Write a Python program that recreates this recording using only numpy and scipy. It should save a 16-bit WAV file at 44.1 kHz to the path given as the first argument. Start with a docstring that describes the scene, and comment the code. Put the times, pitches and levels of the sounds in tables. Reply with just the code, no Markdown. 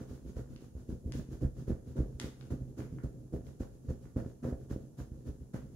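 """Towel swung over a head

Held by both ends, a towel swings to and fro over a face and head in a small, quiet room.
Each swing pushes out soft puffs of air and ends in a dull thud as the cloth pulls taut.
Folds flap and slide, the pile brushes skin and hair, and now and then a hem flicks or snaps.
Some flicks and thuds are followed by a quick, softer slap off the room."""
import sys
import numpy as np
from scipy import signal
from scipy.fft import rfft, irfft, next_fast_len
from scipy.io import wavfile
from scipy.ndimage import uniform_filter1d

SR = 44100
rng = np.random.default_rng(int(sys.argv[2]) if len(sys.argv) > 2 else 0)


def persist_wave(psi):
    """Save psi, clipped to +-1, as 16-bit WAV."""
    counts = np.round(np.clip(psi, -1, 1) * 32767).astype(np.int16)
    wavfile.write(sys.argv[1], SR, np.atleast_2d(counts).T)


N = 253660

# Cue sheets; their levels are relative, ahead of the mix trims and the room.
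# Swings, about 3.6 a second: full_speed_s, rise_s, hold_s, air_db, flap_db, folds_db, pile_db
SWINGS = [(0.005,0.03,0.023,-49,-45.5,-64,-63.5), (0.368,0.028,0.033,-40.5,-46.5,-62,-62.5),
          (0.609,.03,.04,-53.5,-52.5,-72,-67), (0.894,0.028,0.034,-41,-44.5,-69,-65),
          (1.143,.03,0.046,-36.5,-41.5,-64.5,-56), (1.417,0.02,0.022,-34,-39,-62,-63.5),
          (1.682,0.026,0.023,-35,-39,-59.5,-61.5), (1.968,0.021,0.033,-38.5,-36,-59,-62),
          (2.223,0.051,0.04,-43,-43.5,-60.5,-55), (2.506,0.011,0.022,-35.5,-39.5,-60.5,-61.5),
          (2.785,0.028,0.02,-42,-41.5,-58,-58), (3.035,0.0058,0.0052,-36,-41.5,-64,-63),
          (3.333,0.02,0.024,-37.5,-39.5,-64,-67), (3.604,0.018,0.023,-40,-48,-61,-60.5),
          (3.899,.035,0.006,-38.5,-41.5,-63,-61.5), (4.17,.022,0.03,-39,-43.5,-56,-62.5),
          (4.436,0.021,0.062,-41.5,-37,-57,-62), (4.709,0.031,0.017,-39,-44.5,-59.5,-58.5),
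          (4.988,0.028,0.022,-41,-47,-61,-59.5), (5.27,.04,0.016,-41,-43,-67,-63.5),
          (5.539,.012,0.025,-41,-44,-57.5,-60)]
# Softer strokes as the towel draws back and settles: full_speed_s, hold_s, air_db, rub_db
RETURNS = [(0.097,0.056,-45.5,-64), (0.249,0.012,-44,-81), (0.284,0.01,-44.5,-64), (0.511,0.035,-45.5,-69),
           (0.78,0.034,-49.5,-70), (1.07,0.032,-40,-75), (1.327,0.0067,-38.5,-61), (1.585,.025,-40.5,-64.5),
           (1.879,0.032,-43.5,-68), (2.066,0.093,-47,-75), (2.402,0.065,-48.5,-68), (2.61,0.017,-43,-74),
           (2.686,.015,-44,-78), (2.846,0.0078,-43.5,-68), (2.925,0.057,-43,-74), (3.141,.11,-48,-85),
           (3.47,0.016,-44,-65.5), (3.735,0.016,-54,-74), (3.856,0.025,-47,-73.5), (4.032,0.024,-48,-69.5),
           (4.263,.035,-48.5,-69.5), (4.606,0.036,-46,-74), (4.807,0.043,-49.5,-75), (5.136,0.076,-50,-76),
           (5.41,0.0063,-48.5,-76), (5.625,0.04,-48,-75), (5.735,.02,-50.5,-73)]
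# Dull thuds and soft, bassy puffs of air, some followed by a quick, softer slap off the room:
# time_s, level_db, half_width_ms, push_db (the slower push of air, relative to the pulse)
THUDS_AND_PUFFS = [(0.014,-32.5,0.16,-7.5), (0.111,-31.5,0.54,-12), (0.295,-38.5,0.96,-30),
                   (0.368,-27.5,0.69,-4.5), (0.394,-33.5,0.36,-10), (0.751,-34.5,0.96,-4),
                   (0.765,-38,0.27,0), (0.891,-30,0.55,-4.5), (0.926,-24.5,0.95,-27), (1.056,-42,0.92,-13),
                   (1.06,-26,1.5,-10), (1.288,-32,0.98,-19), (1.337,-30,0.74,-26), (1.424,-25.5,0.44,-34),
                   (1.431,-19.5,0.89,-18), (1.448,-16.5,1.8,-19), (1.679,-28,0.56,-7), (1.704,-18,0.58,-10),
                   (1.724,-25,1.45,-12), (1.989,-16.5,2.8,-21), (2.003,-22,0.36,-3), (2.152,-40.5,4.6,2),
                   (2.242,-30,0.27,-3.5), (2.522,-24,0.67,-9), (2.534,-34,0.41,-14), (2.618,-28.5,1.7,-32),
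                   (2.792,-28.5,0.57,-7.5), (2.925,-34,0.87,-6), (3.045,-29.5,0.27,-1.5),
                   (3.337,-24,0.31,-15), (3.366,-30.5,0.31,-2), (3.606,-21.5,.6,-8), (3.886,-34.5,0.94,6),
                   (3.905,-23,0.61,-5.5), (4.161,-23,0.6,-11), (4.166,-19,0.64,-30), (4.177,-20.5,0.21,-30),
                   (4.222,-29,0.53,-21), (4.261,-27.5,0.58,-18), (4.451,-19.5,.4,-34),
                   (4.525,-23.5,0.24,-6.5), (4.712,-22,0.84,-38), (4.761,-23,0.62,-27),
                   (5.008,-31.5,0.19,-5.5), (5.117,-30,1.4,-5.5), (5.288,-36,3.6,4.5), (5.413,-47,1.8,6.5),
                   (5.544,-23,0.48,-21)]
# Flicks, some followed by a quick, softer slap off the room:
# start_s, level_db, left_over_right_db, bright_edge_hz
FLICKS = [(0.562,-45.5,-2,6000), (1.1221,-34.5,2.5,8100), (1.707,-58,-7,1800), (1.994,-61,3,1800),
          (2.1993,-24.5,-0.5,8700), (2.411,-47,5.5,4520), (2.804,-45.5,1,2430),
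          (2.986,-47.5,-3,1700), (3.468,-55.5,0,4000), (4.055,-56.5,-4.5,1600),
          (4.443,-54,2,1690), (5.543,-48.5,5,1910), (5.563,-53,0,3000)]

# Rumble and hiss of the still room: freq_hz, gain_db
ROOM_TONE_EQ = [(30, 10), (130, 11.5), (400, 0.5), (900, -14.5), (2300, -53), (4500, -31), (7000, -19.5),
                (11000, -23), (16000, -30)]
# Bassy puffs of air: freq_hz, gain_db
BILLOW_EQ = [(20, -24), (32, 1), (48, 5), (75, 8), (100, -2.5), (130, 14), (175, 0.5), (230, -5.5),
             (400, -48.5)]
# Low-mid flapping: freq_hz, gain_db
FLUTTER_EQ = [(100, -23), (180, -5), (240, 3), (300, 0), (400, -2), (520, -9), (650, -22), (820, -34.5),
              (1400, -68)]
# Midrange rustle of folds: freq_hz, gain_db
FOLDS_EQ = [(400, -16), (700, 7.5), (1000, 2.5), (1300, 2.5), (1750, 0), (2150, -11.5), (3200, -20),
            (6000, -30)]
# Airy hiss of the pile: freq_hz, gain_db
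PILE_EQ = [(1200, 1.5), (2200, -2), (2900, 1), (4500, 1), (7000, 4.5), (11000, -4), (15500, -3)]

# How alike left and right are in the room: freq_hz, correlation
STEREO_LIKENESS = [(60, 0.64), (220, 0.74), (400, 0.27), (600, 0.02), (1400, 0), (4000, -.2), (15000, 0)]
# Slaps off walls and ceiling: delay_ms, gain
ECHOES = [(13.4, 0.031), (15.9, 0.31), (24.4, 0.094)]
# Standing waves: pitch_hz, width_hz, gain
ROOM_MODES = [(132.1, 18, 0.43), (234.7, 35, 0.57), (290, 28, 0.45), (478, 5.7, 0.18), (531, 6.4, 0.41),
              (705, 13, 0.4)]
# Tone of the diffuse reverb tail: freq_hz, gain_db
TAIL_EQ = [(40, -5), (150, -16.5), (300, -14.5), (550, 0.5), (1500, 3), (7000, -6), (15000, 1.5)]
# Colour of the microphone ports: freq_hz, gain_db
MICROPHONE_EQ = [(5800, 0.5), (6600, 1), (7400, -2), (8200, -6.5), (9600, -0.5), (11200, 1.5), (12200, -4)]

ROOM_T60_S, RETURN_RISE_S = 0.42, 0.064


def from_db(db):
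    """Decibels to gain."""
    return 10 ** (np.asarray(db) / 20)


def unit_power(x):
    """Scale to an RMS of one."""
    return x / np.sqrt(np.mean(x ** 2) + 1e-20)


def curve(points, size):
    """Read a table along a log-frequency axis, at each bin of an FFT of this size."""
    hz = np.arange(size // 2 + 1) * SR / size
    knots_hz, values = np.transpose(points)
    return np.interp(np.log(hz + 1e-9), np.log(knots_hz), values)


def equalise(x, eq):
    """Shape a sound with an EQ curve."""
    size = next_fast_len(x.shape[-1] + SR // 4)
    return irfft(rfft(x, size) * from_db(curve(eq, size)), size)[..., :x.shape[-1]]


def cut(x, hz, kind, order=2):
    """Butterworth low- or high-pass."""
    return signal.sosfilt(signal.butter(order, hz, kind, fs=SR, output="sos"), x + 1e-18)


def wide_noise(size):
    """Stereo noise, near the centre in the bass and wide in the treble."""
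    likeness = curve(STEREO_LIKENESS, size)
    mid = rfft(rng.standard_normal(size)) * np.sqrt((1 + likeness) / 2)
    side = rfft(rng.standard_normal(size)) * np.sqrt((1 - likeness) / 2)
    return irfft(np.array([mid + side, mid - side]), size)


def room_response():
    """Direct sound, a few echoes and a diffuse tail, all feeding the standing waves."""
    t = np.arange(SR // 2) / SR
    early = np.zeros(len(t))
    early[0] = 1
    for delay_ms, gain in ECHOES:
        early[int(delay_ms * SR / 1000)] += gain
    build_up = np.clip((t - 0.003) / 0.0063, 0, 1)
    decay = build_up * from_db(-60 * t / ROOM_T60_S)
    tail = equalise(wide_noise(len(t)), TAIL_EQ) * decay / np.sqrt(np.sum(decay ** 2))
    arriving = early + tail
    ringing = sum(gain * signal.lfilter(*signal.iirpeak(hz, hz / width_hz, fs=SR), arriving)
                  for hz, width_hz, gain in ROOM_MODES)
    return arriving + ringing


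def in_room(x, room):
    """A source as it arrives at the two microphones."""
    return signal.fftconvolve(np.atleast_2d(x), room, axes=-1)[:, :N]


def cloth_texture(room, eq, slips_per_s, scatter_db, steady_s, haze_db):
    """Small slips and puffs over a haze of finer ones, levelled so that only the fast grain stays."""
    sizes = from_db(scatter_db * np.minimum(rng.exponential(1, N), 4)) * rng.choice([-1, 1], N)
    slips = unit_power(sizes * (rng.random(N) < slips_per_s / SR))
    texture = equalise(in_room(slips, room) + from_db(haze_db) * wide_noise(N), eq)
    span = int(steady_s * SR)
    power = np.mean(texture ** 2, axis=0)
    slow_power = uniform_filter1d(uniform_filter1d(power, span), span)
    return texture / np.sqrt(slow_power + np.mean(slow_power) / 100)


def stroke(full_speed_s, rise_s, hold_s, fall_db_per_s):
    """Envelope of one stroke: the cloth gathers speed, slides, then comes to rest."""
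    t = np.arange(N) / SR - full_speed_s
    attack = np.clip(t / rise_s + 1, 0, 1) ** 2
    return attack * from_db(-fall_db_per_s * np.clip(t - hold_s, 0, 1))


def motion(layer, falls_db_per_s, lag_s, idle_db):
    """One layer's envelope through all swings and returns; the towel is never quite still."""
    swing_fall, return_fall = falls_db_per_s
    power = from_db(idle_db) ** 2
    for time_s, rise_s, hold_s, air_db, flap_db, folds_db, pile_db in SWINGS:
        level_db = dict(air=air_db, flap=flap_db, folds=folds_db, pile=pile_db)[layer]
        power += (from_db(level_db) * stroke(time_s + lag_s, rise_s, hold_s, swing_fall)) ** 2
    for time_s, hold_s, air_db, rub_db in RETURNS:
        level_db = dict(air=air_db, flap=air_db - 6, folds=rub_db - 5, pile=rub_db)[layer]
        power += (from_db(level_db) * stroke(time_s + lag_s, RETURN_RISE_S, hold_s, return_fall)) ** 2
    return np.sqrt(power)


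def room_tone():
    """A steady bed of low rumble with a trace of hiss."""
    return unit_power(equalise(wide_noise(N), ROOM_TONE_EQ))


def billow(room):
    """The moving towel shoves the air aside in soft, bassy puffs."""
    puffs = cloth_texture(room, BILLOW_EQ, slips_per_s=170, scatter_db=1.5, steady_s=0.037, haze_db=1.5)
    return puffs * motion("air", falls_db_per_s=(234, 263), lag_s=0.0032, idle_db=-59.5)


def flutter(room):
    """Loose cloth flaps with a lumpy, low-mid ruffle."""
    flaps = cloth_texture(room, FLUTTER_EQ, slips_per_s=290, scatter_db=4.5, steady_s=0.04, haze_db=-8)
    return flaps * motion("flap", falls_db_per_s=(233, 206), lag_s=0.0011, idle_db=-63)


def sliding_folds(room):
    """Folds slide over each other with a grainy rustle."""
    rustle = cloth_texture(room, FOLDS_EQ, slips_per_s=400, scatter_db=5.5, steady_s=0.082, haze_db=1.5)
    return rustle * motion("folds", falls_db_per_s=(216, 170), lag_s=0.00091, idle_db=-84.5)


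def brushing_pile(room):
    """The pile brushes skin and hair; countless tiny slips blur into hiss."""
    hiss = cloth_texture(room, PILE_EQ, slips_per_s=9900, scatter_db=2.5, steady_s=0.037, haze_db=9)
    return hiss * motion("pile", falls_db_per_s=(203, 155), lag_s=0.00053, idle_db=-77.5)


def thuds_and_puffs(room, low_hz=40.5, top_hz=587, push_ms=2.96):
    """Each thud or puff is one smooth pressure pulse riding on a push and pull of air."""
    pressure, t = np.zeros(N), np.arange(N) / SR
    for time_s, level_db, half_width_ms, push_db in THUDS_AND_PUFFS:
        skew = rng.uniform(-1, 1)  # tilts the pulse and picks its polarity
        near = np.abs(t - time_s) < 0.03
        ms = (t[near] - time_s) * 1000
        pulse_t, push_t = ms / max(half_width_ms, 0.2), ms / push_ms
        pulse = (1 + skew * pulse_t / 2) / (1 + pulse_t ** 2) * np.exp(-(pulse_t / 8) ** 2)
        push = from_db(push_db) * push_t * np.exp((1 - push_t ** 2) / 2)
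        pressure[near] += from_db(level_db) * np.sign(skew) * (pulse - push)
    return in_room(cut(cut(pressure, low_hz, "high"), top_hz, "low", order=6), room)


def hem_flicks(room, low_hz=935, fade_s=0.0045, fibres_db=-23.5, right_lag_ms=0.1):
    """A hem whipping over: a sharp crack and a brief spray of fibres."""
    track, t = np.zeros((2, N)), np.arange(SR // 20) / SR
    for start_s, level_db, pan_db, edge_hz in FLICKS:
        flick = from_db(fibres_db) * rng.standard_normal((2, len(t))) * np.exp(-t / fade_s)
        flick[0, 0] += 1  # the crack reaches the left microphone first
        flick[1, int(right_lag_ms * SR / 1000)] += 1
        flick = cut(cut(flick, low_hz, "high"), edge_hz, "low", order=4)
        pan = from_db([[pan_db / 2], [-pan_db / 2]])
        start = int(start_s * SR)
        track[:, start:start + len(t)] += from_db(level_db) * pan * flick / np.abs(flick).max()
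    return in_room(track, room)


def scene():
    """The mix: air, folds and thuds a touch to the right, bright pile and flicks on top, room tone below."""
    room = room_response()
    air = from_db(-1.5) * (billow(room) + flutter(room))
    folds = sliding_folds(room)
    pile = from_db(-2.76) * brushing_pile(room)
    thuds = from_db(-0.62) * thuds_and_puffs(room)
    flicks = from_db(2.1) * hem_flicks(room)
    bed = from_db(-59) * room_tone()
    pan_right = from_db([[-0.6], [0.6]])
    return (air + folds + thuds) * pan_right + pile + flicks + bed


def record(dry):
    """The microphone ports colour the treble; the deepest rumble and the very top are cut."""
    body = cut(equalise(dry, MICROPHONE_EQ), hz=33, kind="high")
    top_cut = signal.ellip(12, 0.1, 80, 15650, fs=SR, output="sos")
    return signal.sosfilt(top_cut, body)


dry = scene()
out = record(dry)
persist_wave(out)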